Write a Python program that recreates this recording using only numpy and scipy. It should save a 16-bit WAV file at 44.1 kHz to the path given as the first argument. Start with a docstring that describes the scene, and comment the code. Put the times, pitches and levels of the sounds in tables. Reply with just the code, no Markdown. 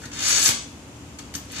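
"""A kitchen knife is pulled through a slot sharpener on a countertop, lifted, set back in with
small clicks and starts a second pull. The edge breaks over abrasive grit in dense tiny snaps that
ring the steel blade and the hollow slot. It squeaks on the guide and ticks against the plates,
and the plastic housing knocks on the counter.
A hard-walled kitchen echoes the knife over a bed of room tone and low appliance hum."""
import sys
import numpy as np
from scipy import signal
from scipy.fft import rfft, irfft
from scipy.io import wavfile
from scipy.ndimage import uniform_filter1d

SR = 44100
rng = np.random.default_rng(int(sys.argv[2]) if len(sys.argv) > 2 else 0)


def log_audio(samples):
    """Write samples as a 16-bit WAV file to the path given in sys.argv[1]."""
    # one column per channel
    frames = np.atleast_2d(samples).T
    # limit to full scale, then quantise
    limited = np.clip(frames, -1, 1)
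    pcm = np.round(limited * 32767).astype(np.int16)
    wavfile.write(sys.argv[1], SR, pcm)


N = 70560

# friction envelopes: the edge settling in, then two pulls (t/s, level/dB, body/dB, treble/dB)
STROKES = [
    [(0, -52.5, 9, 8), (.035, -43.5, 1.5, 0), (.066, -43.5, 1, -4)],
    [(.116, -42, 13, -3), (.122, -42.5, 6, -8), (.18, -35.5, 8.5, -0.5), (.235, -24, 2.5, -3.5),
     (.275, -18, -2, -7), (.293, -17, -2, 1.5), (.308, -17.5, 0.5, -4.5), (.338, -17, -4.5, -9),
     (.38, -17.5, 1, -5.5), (.412, -20.5, -6.5, -5), (.428, -14.5, -7, -5.5), (.444, -21.5, -1, 9.5),
     (.455, -9, -7.5, -7.5), (.478, -20, 2.5, 8), (.492, -37, -3, 4), (.508, -21, 4.5, -4),
     (.518, -45, 16, 2)],
    [(1.48, -55, 2, 0), (1.495, -49, 9.5, -4), (1.54, -42, 10.5, -5), (1.578, -32, 4.5, -8),
     (1.6, -41, 19, 5)],
]
# tone curve of steel rasping on grit (f/Hz, relative level/dB)
RASP_EQ = [(100, -30.5), (250, -24), (450, -21.5), (760, -14.5), (1100, -4.5), (1500, -7), (2200, -6.5),
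           (3100, -5), (3650, 1.5), (4000, -2), (4700, 3), (5500, 0), (6700, 3.5), (7150, 2), (7450, -3),
           (7900, 1), (8500, -10), (10000, -8), (12000, -13.5), (14500, -22.5)]
# hollow resonances of the plastic slot (f/Hz, relative level/dB, t60/s)
SLOT_MODES = [(594, -2.5, 0.097), (1060, 7, 0.035), (1329, -10, 0.084), (1798, 8, 0.058), (2570, -6, 0.022),
              (3310, 30, 0.003), (3620, 30, 0.0028), (4580, 23.5, 0.0077)]
# ring of the steel blade (f/Hz, relative level/dB, t60/s)
BLADE_MODES = [(1230, -12, .15), (2547, -6, .35), (3073, -6, .3), (3464, -3, .8), (4404, -4, .3),
               (4534, -5, .35), (4851, -6, .3), (5964, 0, .35), (6228, -1, .35), (6464, -2, .3),
               (6778, -1, .3), (6928, 0, .4), (7870, -8, .4)]
# decay of the kitchen reverb (f/Hz, t60/s)
KITCHEN_DECAY = [(150, 0.51), (1000, 0.44), (3000, 0.42), (6500, 0.41), (10000, 0.3), (14000, 0.11)]
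# stereo placement of the knife and its echo (f/Hz, left minus right/dB)
KNIFE_PAN = [(200, -1), (700, -5.5), (1400, 3), (3000, -0.5), (4000, 1.5), (5300, 4.5), (6300, 9.5),
             (7100, 1), (7800, 8.5), (8800, -15.5), (10500, -1.5), (14000, -13)]
# tone curve of the kitchen air (f/Hz, relative level/dB)
ROOM_TONE_EQ = [(25, -2), (42, -57), (60, 3.5), (110, 3), (170, -3), (280, -2.5), (400, -8), (600, -12.5),
                (1000, -14.5), (1800, -21.5), (2700, -19.5), (4000, -26.5), (5500, -25), (6800, -21),
                (9000, -30), (14000, -40.5)]
# partials of the appliance hum (f/Hz, level/dB)
HUM_PARTIALS = [(61.5, -62.5), (235, -64), (281, -51)]
# the edge striking the slot (t/s, level/dB, body/dB, treble/dB, plate ring relative to level/dB)
EDGE_HITS = [(0.054, -41, 6.5, 1, -24), (.134, -36.5, -5, -10, -23), (0.3932, -22, 0, 4, -25),
             (0.4625, -21.5, -10.5, 0, -17), (0.4648, -20, -12, -13, -25), (.489, -17, 3, 3.5, -32),
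             (1.1871, -37.5, 5, -1, -34), (1.191, -43.5, 10.5, 2, -30), (1.3395, -36, 4.5, 5, -18),
             (1.348, -42, 9, 9, -18), (1.351, -27.5, -2, -2, -13), (1.3545, -46, 11, 3, -14),
             (1.453, -59, 1, 13, -12), (1.5174, -46.5, 1, 14, -7)]
# small hard sharpening plates (f/Hz, relative level/dB, t60/s)
PLATE_MODES = [(8800, 2, .04), (11100, -15, .06), (11800, -4, 0.11), (13400, -10, 0.18), (14350, -6, 0.14)]
# the housing knocking on the counter (t/s, level/dB)
COUNTER_KNOCKS = [(0.059, -37), (0.491, -30.5), (0.528, -42), (1.191, -42.5), (1.354, -34)]
# low resonances of the plastic housing (f/Hz, relative level/dB, t60/s)
HOUSING_MODES = [(108, -9.5, 0.18), (146, 7.5, 0.028), (236, -9, 0.86), (289.3, -3.5, 0.18)]

TIME = np.arange(N) / SR
FREQS = np.arange(N // 2 + 1) * SR / N


def undb(db):
    """Decibels to gain."""
    return 10 ** (np.asarray(db) / 20)


def unit(x):
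    """Scale to rms 1."""
    return x / np.sqrt(np.mean(x ** 2))


def curve(points):
    """Read (f/Hz, value) points at every frequency of the spectrum."""
    hz, value = np.array(points, float).T
    return np.interp(np.log(FREQS + 1), np.log(hz), value)


def convolve(x, response):
    """Pass a sound through an impulse response."""
    return signal.fftconvolve(x, response)[:N]


def eq(x, gain):
    """Minimum-phase EQ with the given gain at every frequency."""
    cepstrum = irfft(np.log(gain + 1e-6), N)
    causal = np.r_[cepstrum[0], 2 * cepstrum[1:N // 2]]
    response = irfft(np.exp(rfft(causal, N)), N)
    return convolve(x, response[:N // 16])


def shelves(x, body_db, treble_db, body_hz=4360, treble_hz=8100):
    """Boost or cut the body (low shelf) and the treble (high shelf) of a contact."""
    body = irfft(rfft(x) / (1 + (FREQS / body_hz) ** 4), N)
    treble = irfft(rfft(x) * (1 - 1 / (1 + (FREQS / treble_hz) ** 10)), N)
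    return x + (undb(body_db) - 1) * body + (undb(treble_db) - 1) * treble


def wander(per_s):
    """Smooth random modulation with a spread near 1."""
    return 1.08 * np.interp(TIME * per_s, np.arange(N // 16), rng.standard_normal(N // 16))


def swell(peak_s, width_s):
    """Bell-shaped fade in and out."""
    return np.exp(-.5 * ((TIME - peak_s) / width_s) ** 2)


def ring(modes):
    """Decaying sines of a struck object."""
    return sum(undb(db) * np.sin(2 * np.pi * hz * TIME) * 1000 ** (-TIME / t60) for hz, db, t60 in modes)


def resonate(force, modes):
    """Drive a resonator of unit energy with a force."""
    response = ring(modes)
    return convolve(force, response / np.sqrt(np.sum(response ** 2)))


def grit(snaps_per_s=5400, spread_db=4, chatter_db=1.5):
    """The edge breaks over grit in snaps of very unequal size, bunched as it sticks and slips."""
    snaps = (rng.random(N) < snaps_per_s / SR) * rng.choice([-1, 1], N)
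    sizes = undb(spread_db * np.minimum(rng.exponential(size=N), 4.5))
    snaps = unit(snaps * sizes * undb(chatter_db * wander(per_s=260)))
    snaps /= np.sqrt(uniform_filter1d(snaps ** 2, size=900) + 1e-6)  # level out over 20 ms
    force = 0
    for stroke in STROKES:
        times, db, body, treble = np.array(stroke).T
        envelope = undb(np.interp(TIME, times, db)) * (TIME > times[0]) * (TIME < times[-1])
        force += envelope * shelves(snaps, np.interp(TIME, times, body), np.interp(TIME, times, treble))
    return force


def knife(force, blade_db, slot_db=-9.5):
    """Contact forces rasp on the grit, resound in the slot and set the blade ringing."""
    rasp = eq(force, unit(undb(curve(RASP_EQ))))
    slot = undb(slot_db) * resonate(force, SLOT_MODES)
    blade = undb(blade_db) * resonate(force, BLADE_MODES)
    return rasp + slot + blade


def reverb_tail(build_s=.0028):
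    """Diffuse echo off hard walls: it builds fast and the highs die first."""
    edges = np.geomspace(100, 16000, 12)
    hz, t60 = np.array(KITCHEN_DECAY).T
    tail = 0
    for lo, hi in zip(edges[:-1], edges[1:]):
        bandpass = signal.butter(3, [lo, hi], "band", fs=SR, output="sos")
        band = signal.sosfilt(bandpass, rng.standard_normal(N))
        tail += band * 1000 ** (-TIME / np.interp(np.sqrt(lo * hi), hz, t60))
    return unit(tail * (1 - np.exp(-TIME / build_s)))


def kitchen(x, early_db=5, early_s=.005, tail_db=-.5, left_lag_s=.00009):
    """Direct sound, quick reflections from counter and wall, and a diffuse tail, in stereo."""
    channels = []
    for side, lag_s in ((1, left_lag_s), (-1, 0)):
        early = unit(rng.standard_normal(N) * np.exp(-TIME / early_s))
        response = (undb(early_db) * early + undb(tail_db) * reverb_tail()) / np.sqrt(N)
        response[round(lag_s * SR)] += 1  # direct sound
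        broad_colour = np.sqrt(uniform_filter1d(abs(rfft(response)) ** 2, size=180))
        response = eq(response, 1 / broad_colour)  # a neutral room that keeps its fine ripple
        channels.append(eq(convolve(x, response), undb(side * curve(KNIFE_PAN) / 2)))
    return np.array(channels)


def room_tone(level_db=-42.5, bass_width=.13, widen_hz=790):
    """A steady bed of air, narrow in the bass and wide in the treble."""
    gain = unit(undb(curve(ROOM_TONE_EQ)))
    width = np.clip(bass_width + FREQS ** 2 / (FREQS ** 2 + widen_hz ** 2), 0, 1)
    mid, side = (irfft(rfft(rng.standard_normal(N)) * g, N) for g in (gain, gain * width))
    return undb(level_db) * np.array([mid + side, mid - side])


def appliance_hum(waver_db=3.5, drift_hz=2):
    """An appliance drones on low partials, each wavering in level and pitch."""
    hum = 0
    for hz, db in HUM_PARTIALS:
        gain = undb(db + waver_db * wander(per_s=9.6))
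        phase = 2 * np.pi * np.cumsum(hz + drift_hz * wander(per_s=10.2)) / SR
        hum += gain * unit(np.sin(phase))
    return hum


def squeak(pitch_hz=1680, width_hz=223, level_db=-37):
    """A short rough rub of steel on the plastic guide, gathered around one pitch."""
    phase = 2 * np.pi * np.cumsum(pitch_hz + width_hz / 2 * wander(per_s=503)) / SR
    rub = unit(np.sin(phase) * wander(per_s=550))
    return undb(level_db) * rub * swell(peak_s=.039, width_s=.011)


def ticks(decay_s=.0041):
    """The edge hits the slot: returns the sharp contact force and the thin ring of the struck plates."""
    energy = .01 * SR  # as much as 10 ms at rms 1
    force, impulses = np.zeros(N), np.zeros(N)
    for start, db, body, treble, ring_db in EDGE_HITS:
        burst = rng.standard_normal(N) * np.exp(-abs(TIME - start) / decay_s) * (TIME >= start)
        burst *= np.sqrt(energy / np.sum(burst ** 2))
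        force += undb(db) * shelves(burst, body, treble)
        impulses[int(start * SR)] += undb(db + ring_db) * np.sqrt(energy)
    return force, resonate(impulses, PLATE_MODES)


def housing(rumble_db=-48, low_cut_hz=62):
    """The housing thumps as the blade loads and releases it, and rumbles through the first pull."""
    thump = ring(HOUSING_MODES)
    knocks = sum(undb(db) * np.interp(TIME - start, TIME, thump, left=0) for start, db in COUNTER_KNOCKS)
    hand_pressure = swell(peak_s=.28, width_s=.1)
    rumble = undb(rumble_db) * hand_pressure * resonate(rng.standard_normal(N), HOUSING_MODES)
    return signal.sosfilt(signal.butter(4, low_cut_hz, "high", fs=SR, output="sos"), knocks + rumble)


def scene():
    """Mix the knife layers through the kitchen reverb, over dry housing, room tone and hum."""
    taps, plate_ring = ticks()
    lean_left = undb([[.75], [-.75]])
    bed = lean_left * (housing() + room_tone() + appliance_hum())
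    scrape = knife(grit(), blade_db=-17.5)
    clicks = knife(taps, blade_db=-41)
    return kitchen(scrape + squeak() + clicks + plate_ring) + bed


def record(dry, low_cut_hz=28, high_cut_hz=14550):
    """Master filters: roll off the sub bass and cut the top steeply."""
    x = signal.sosfilt(signal.butter(4, low_cut_hz, "high", fs=SR, output="sos"), dry)
    return signal.sosfilt(signal.ellip(10, .2, 80, high_cut_hz, fs=SR, output="sos"), x)


dry = scene()
out = record(dry)
log_audio(out)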